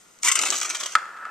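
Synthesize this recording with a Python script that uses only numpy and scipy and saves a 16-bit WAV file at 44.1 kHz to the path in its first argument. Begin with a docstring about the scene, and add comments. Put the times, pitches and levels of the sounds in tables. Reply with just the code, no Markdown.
"""Marble in a pie plate

A flicked glass marble runs round the wall of a thin aluminium pie plate, chattering over the crimps
as it slows; each impact rings the crowded modes of the foil. It leaves through a gap in the rim,
knocks sharply on the table and rolls away over the board. A small room, heard from close above."""
import sys
import numpy as np
from scipy import signal
from scipy.fft import rfft, irfft
from scipy.io import wavfile
from scipy.ndimage import uniform_filter1d, minimum_filter1d

SR = 44100
rng = np.random.default_rng(int(sys.argv[2]) if len(sys.argv) > 2 else 0)


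def store_wav(level_fs):
    """Save 16-bit WAV to argv[1]."""
    pcm = np.round(np.clip(np.atleast_2d(level_fs), -1, 1) * 32767)
    wavfile.write(sys.argv[1], SR, pcm.T.astype(np.int16))


N = 57330

# Chatter on the crimps. Each row: start and length in seconds, level in dB, extra treble in dB.
RATTLES = [(.2315, .003, -26, -4), (0.2399, 0.0045, -30.5, 9), (0.247, 0.0048, -29.5, 13),
           (0.254, 0.018, -24, 4), (.272, 0.0034, -17.5, 2), (0.281, 0.0065, -22.5, 10),
           (0.289, 0.016, -21.5, -24), (.315, 0.0071, -21.5, 7.5), (0.353, .007, -20.5, 5),
           (0.367, 0.018, -25.5, -20), (0.391, 0.0038, -19, -5), (0.413, 0.012, -28, 7),
           (0.433, 0.0031, -19.5, -2.5), (0.456, 0.016, -25, 1.5), (0.483, 0.0022, -21.5, -2.5),
           (0.521, 0.012, -26, -0.5), (0.539, 0.0023, -28, 6.5), (0.551, .003, -32, 6.5),
           (0.575, 0.011, -40.5, 15.5), (0.614, 0.002, -21, -3.5), (0.621, 0.0036, -34, 8.5),
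           (0.629, 0.0034, -28, 5.5), (0.646, 0.015, -30, 1.5), (0.665, 0.016, -38.5, 0.5),
           (0.692, 0.0046, -35.5, 7.5), (0.698, 0.0092, -30, 5), (0.746, 0.009, -28, 0.5),
           (0.798, 0.0081, -37.5, 10), (0.806, 0.011, -32.5, -5), (0.830, 0.0056, -29, -3),
           (0.8575, 0.005, -30, 5), (0.919, 0.0016, -42, 14.5), (0.931, 0.0054, -36.5, -3)]
# Hard ticks of glass on foil. Each row: time in seconds, relative level in dB.
TICKS = [(.188, -47), (.2326, -17.5), (.3905, -14), (.453, -20.5), (.5034, -12.5), (.511, -20), (.557, -27),
         (.563, -22.5), (.569, -22.5), (.602, -23.5), (.6135, -20), (.7695, -28), (.8105, -27),
         (.837, -24.5)]
# Steady rolling in the plate. Each row: time in seconds, foil level in dB, rumble level in dB.
PLATE_ROLL = [(.225, -87, -81), (.232, -49, -65), (.245, -31.5, -45), (.29, -40, -51), (.34, -35, -55),
              (.41, -34, -42.5), (.47, -35.5, -40), (.55, -34.5, -43), (.60, -38, -51.5), (.65, -43, -49.5),
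              (.72, -38.5, -49.5), (.79, -40, -54.5), (.83, -40.5, -46.5), (.89, -41, -64),
              (.935, -42, -60.5), (.955, -72, -71)]
# Foil rustling under the fingers, up to the flick. Each row: time in seconds, level in dB.
HANDLING = [(0, -53), (.04, -59.5), (.14, -58.5), (.21, -63.5), (.23, -30.5), (.24, -89)]
# The plate's broad ring. Each row: frequency in Hz, relative dB at the path's start, middle and end.
FOIL_BODY = [(80, -73, -60, -58), (300, -26, -23.5, -26), (810, -15, -14, -14), (1036, -10, -8.5, -3),
             (1270, -1, 2, -1.5), (1710, -6.5, -5.5, -9), (2050, 3.5, -2, -10), (2500, -2, -4.5, -8),
             (3080, -4, -6, -5.5), (3980, -14, -14, -11.5), (6060, -10, -9.5, -12.5),
             (12400, -76, -90, -91)]
# The foil's bright sizzle and its low rumble. Each row: frequency in Hz, relative level in dB.
FOIL_TREBLE = [(200, -59), (1000, -31.5), (3000, -10), (4500, -9.5), (5400, -6), (6300, 3), (7100, 0.5),
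               (7900, -1), (8700, -10.5), (10000, -18), (12000, -26), (14000, -27.5)]
FOIL_RUMBLE = [(30, -27), (65, -17), (110, -18.5), (200, -7.5), (290, -0.5), (370, 6), (450, -3.5),
               (640, 3), (900, -3), (1500, -14), (4000, -50)]
# The plate's clearest modes. Each row: frequency in Hz, level in dB, T60 in seconds,
# then the time and half width in seconds of the marble's passage over the antinode.
PLATE_MODES = [(978, -5, 0.13, 0.251, .012), (1044, -3, 0.066, 0.89, 0.047), (1090, -10, 0.14, .318, 0.026),
               (1152, -3.5, 0.056, 0.834, 0.061), (1205, -2.5, 0.079, 0.54, 0.038),
               (1224, 4, 0.054, 0.652, 0.031), (1256, -0.5, 0.049, 0.427, .04),
               (1395, 2, 0.033, 0.368, 0.011), (1450, -5, .12, 0.268, 0.0097),
               (1960, 8.5, 0.078, 0.2826, 0.0045), (2165, -4, 0.074, .32, 0.018),
               (2440, -6, 0.026, .68, 0.18), (2920, -4.5, 0.038, 0.415, 0.047),
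               (3165, 0.5, 0.067, .75, 0.02), (3195, 5.5, 0.045, .86, .024), (3230, -10, .04, .355, .01),
               (5300, -4, 0.042, .86, 0.018)]
# Landing, hops and bumps on the table. Each row: time in seconds, level in dB, relative click in dB.
KNOCKS = [(0.9526, -2.5, -7.5), (0.985, -27.5, -8.5), (1.0553, -28.5, -13.5), (1.105, -33, -22),
          (1.1664, -32, -20), (1.172, -35.5, -9), (1.2528, -25.5, -15)]
# Modes of the table top. Each row: frequency in Hz, level in dB before filtering, T60 in seconds.
TABLE_MODES = [(825, -27.5, 0.0066), (1310, 0, 0.037), (1405, -11.5, 0.042), (1710, -19, 0.017),
               (1840, -19, 0.011), (2390, -16, 0.022), (3040, -28, 0.0083)]
# The board's click and its grain under the marble. Each row: frequency in Hz, relative level in dB.
TABLE_CLICK = [(100, -53), (430, -18.5), (680, 3.5), (1700, 18), (3000, 11), (6000, 5.5), (8000, 4.5),
               (11000, -14), (15000, -27)]
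TABLE_GRAIN = [(60, -38), (250, -16.5), (600, -9), (1000, -4), (1400, 3.5), (1800, 2), (2400, -32),
               (3500, -29), (6000, -27), (12000, -53)]
# Rolling over the board. Each row: time in seconds, level in dB.
TABLE_ROLL = [(.96, -27), (.98, -34), (1.04, -41), (1.12, -42), (1.20, -40.5), (1.26, -37.5), (1.30, -40)]
# Reflections of the board's ring from nearby surfaces. Each row: delay in seconds, gain in dB.
ECHOES = [(.0023, -7), (.0034, -8), (.0106, -13)]
# Faint hiss with a narrow hum near 1.4 kHz, perhaps a distant marble rolling on the board.
# Each row: frequency in Hz, relative level in dB.
BACKGROUND = [(30, -5), (100, -2), (220, 5.5), (400, 2.5), (900, 0), (1220, 4), (1410, 8.5), (1600, -3.5),
              (1900, 1.5), (4000, -5.5), (6500, -7), (7900, -2.5), (9500, -13.5), (14000, -17.5)]
# The left microphone is the brighter. Each row: frequency in Hz, left minus right in dB.
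MIC_BALANCE = [(100, 1), (2400, 0.5), (4400, 0.5), (6300, -3.5), (7200, 5), (8200, 9.5), (10000, 8),
               (12000, 15.5), (14000, 9)]
# Treble roll-off of both microphones. Each row: frequency in Hz, gain in dB.
MIC_ROLL_OFF = [(13900, -0.5), (14600, -23), (16000, -34)]

CONTACTS_PER_S, CONTACT_SCATTER_DB, EVEN_S = 4500, 4.5, 0.008
ATTACK_S, RELEASE_S = 0.00039, 0.0028
BODY_CORRELATION, TREBLE_CORRELATION = 0.86, 0.69  # between left and right
FOIL_T60_S, TICK_T60_S, CRACK_T60_S, CRACK_DB = 0.07, 0.032, 0.0092, 8.5
MODE_LAG_S, MODE_ROLL_DB = 0.003, -31.5  # a burst hits hardest just after its start; rolling is weak
TABLE_BAND_HZ, CLICK_T60_S, GRAIN_DB = (730, 2490), 0.031, -2.5
SNAP_DB, SNAP_T60_S = 5.5, 0.0073  # the first instant of glass on the board
ROOM_T60_S, ROOM_DB, ROOM_DELAY_S, BACKGROUND_DB = 0.57, -17, 0.0053, -56
LIMIT, LIMIT_S, TOP_HZ = 0.95, 0.001, 16000


def plate():
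    """Incoherent impacts add in power and ring the foil; its floor rumbles under the marble's weight."""
    t = np.arange(N) / SR
    body_power = amp(curve(PLATE_ROLL)) ** 2
    treble_power = body_power + amp(curve(HANDLING)) ** 2
    for start, length, db, treble_db in RATTLES:
        attack = np.clip((t - start) / ATTACK_S, 0, 1)
        burst = attack * np.exp(-np.maximum(t - start - length, 0) / RELEASE_S)
        body_power += (burst * amp(db)) ** 2
        treble_power += (burst * amp(db + treble_db)) ** 2
    grains = contacts()
    push = grains * np.sqrt(body_power)
    body = travel(push, FOIL_BODY, BODY_CORRELATION)
    sizzle = travel(grains * np.sqrt(treble_power), FOIL_TREBLE, TREBLE_CORRELATION)
    ticks = 10 * drive(blows(TICKS), foil(FOIL_TREBLE, TREBLE_CORRELATION, TICK_T60_S))
    floor = unit(colour(signal.unit_impulse(N), FOIL_RUMBLE))
    rumble = drive(contacts() * amp(curve(PLATE_ROLL, column=2)), floor)
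    return body + sizzle + pings(push) + ticks + rumble


def contacts():
    """Rolling contact is a dense train of random micro-impacts, here evened to an rms of 1."""
    hit = rng.random(N) < CONTACTS_PER_S / SR
    push = hit * rng.choice([-1, 1], N) * amp(CONTACT_SCATTER_DB * rng.standard_normal(N))
    return push / np.sqrt(uniform_filter1d(push ** 2, int(EVEN_S * SR)) + 1e-9)


def foil(spectrum, correlation, t60_s):
    """The modes of thin metal overlap into decaying noise: a crack, then a short ring."""
    envelope = fade(t60_s) + amp(CRACK_DB) * fade(CRACK_T60_S)
    return unit(colour(stereo_noise(correlation) * envelope, spectrum))


def travel(push, spectrum, correlation, spots=6):
    """A plate's response depends on the driving point, so it changes along the marble's path."""
    place = np.interp(np.arange(N) / SR, [PLATE_ROLL[0][0], PLATE_ROLL[-1][0]], [0, spots - 1])
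    sound = 0
    for spot, progress in enumerate(np.linspace(0, 1, spots)):
        local = [(hz, np.interp(progress, np.linspace(0, 1, len(dbs)), dbs)) for hz, *dbs in spectrum]
        nearness = np.sqrt(np.maximum(1 - abs(place - spot), 0))
        sound += drive(push * nearness, foil(local, correlation, FOIL_T60_S))
    return sound


def pings(rolling):
    """A mode is driven best at its antinode, so the pitch of the pings changes along the wall."""
    t = np.arange(N) / SR
    strikes = blows([(start + MODE_LAG_S, db) for start, _, db, _ in RATTLES])
    push = strikes + amp(MODE_ROLL_DB) * rolling
    return sum(drive(push * np.exp(-((t - crossing) / width) ** 2), ring([(hz, db, t60)]))
               for hz, db, t60, crossing, width in PLATE_MODES)


def table():
    """Impact and rolling excite the same damped modes of the board; hard contact adds click and grain."""
    band = signal.butter(2, TABLE_BAND_HZ, "band", fs=SR, output="sos")
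    board = signal.sosfilt(band, -ring(TABLE_MODES))
    board += drive(board, blows(ECHOES))[0]
    click_envelope = fade(CLICK_T60_S) + amp(SNAP_DB) * fade(SNAP_T60_S)
    click = unit(colour(stereo_noise(0.76) * click_envelope, TABLE_CLICK))
    knocks = drive(blows([(s, db) for s, db, _ in KNOCKS]), board)
    clicks = 10 * drive(blows([(s, db + click_db) for s, db, click_db in KNOCKS]), click)
    roll_gain = amp(curve(TABLE_ROLL))
    grain = colour(stereo_noise(0.91) * abs(contacts()), TABLE_GRAIN)
    rolling = drive(contacts() * roll_gain, unit(board))
    return knocks + clicks + rolling + amp(GRAIN_DB) * roll_gain * grain / grain.std()


def reverberation(direct):
    """Diffuse reflections arrive after a short delay and decay exponentially."""
    arrived = np.arange(N) / SR > ROOM_DELAY_S
    room = unit(stereo_noise(0.65) * fade(ROOM_T60_S) * arrived)
    return amp(ROOM_DB) * drive(direct, room)


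def background():
    """Stationary noise is heard as hiss, and a narrow peak in its spectrum as a hum."""
    noise = colour(stereo_noise(0.35), BACKGROUND)
    return amp(BACKGROUND_DB) * noise / noise.std()


def amp(db):
    """Amplitude grows tenfold for every 20 dB."""
    return 10 ** (np.asarray(db) / 20)


def curve(points, column=1):
    """A level in dB moves linearly between timed rows, silent before the first."""
    rows = np.array(points)
    return np.interp(np.arange(N) / SR, rows[:, 0], rows[:, column], left=-120)


def colour(x, points):
    """Folding the cepstrum gives a causal, minimum-phase filter through (Hz, dB) points."""
    rows, size = np.array(points), 2 * N
    hz = np.maximum(np.fft.rfftfreq(size, 1 / SR), 1)
    gain = amp(np.interp(np.log(hz), np.log(rows[:, 0]), rows[:, 1]))
    cepstrum = irfft(np.log(gain))
    cepstrum[1:N] *= 2
    cepstrum[N + 1:] = 0
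    return irfft(rfft(x, size) * np.exp(rfft(cepstrum)))[..., :N]


def unit(response):
    """A response scaled to unit energy preserves the power of white noise."""
    return response / np.sqrt(N * np.mean(response ** 2))


def drive(push, response):
    """A linear body convolves the force with its impulse response."""
    return signal.fftconvolve(np.atleast_2d(push), np.atleast_2d(response), axes=-1)[:, :N]


def fade(t60_s):
    """Damping gives an exponential decay, 60 dB in t60_s."""
    return np.exp(-np.log(1000) * np.arange(N) / SR / t60_s)


def stereo_noise(correlation):
    """The balance of common and opposed noise sets the correlation of left and right."""
    mid, side = rng.standard_normal((2, N))
    return np.sqrt((1 + correlation) / 2) * mid + np.sqrt((1 - correlation) / 2) * np.array([side, -side])


def ring(modes):
    """Struck modes are damped sines, differentiated because a small radiator gives out no bass."""
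    t = np.arange(N) / SR
    sound = 0
    for hz, db, t60 in modes:
        omega = 2 * np.pi * hz
        sound += amp(db) * np.diff(fade(t60) * np.sin(omega * t), prepend=0) * SR / omega
    return sound


def blows(rows):
    """A brief contact acts as an impulse, one for each (seconds, dB) row."""
    push = np.zeros(N)
    for s, db in rows:
        push[int(round(s * SR))] += amp(db)
    return push


def scene():
    """Plate, table, reverberation and background add by superposition."""
    direct = plate() + table()
    return direct + reverberation(direct) + background()


def record(dry):
    """Two unlike microphones colour the sound; a fast limiter holds down peaks and the top is cut."""
    heard = np.array([colour(channel, [(hz, sign * db / 2) for hz, db in MIC_BALANCE])
                      for channel, sign in zip(dry, (1, -1))])
    window = int(LIMIT_S * SR)
    held_gain = minimum_filter1d(LIMIT / np.maximum(abs(heard), LIMIT), 2 * window)
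    gain = uniform_filter1d(uniform_filter1d(held_gain, window), window)
    low_pass = signal.ellip(8, 0.2, 70, TOP_HZ, fs=SR, output="sos")
    return signal.sosfilt(low_pass, colour(heard * gain, MIC_ROLL_OFF))


dry = scene()
out = record(dry)
store_wav(out)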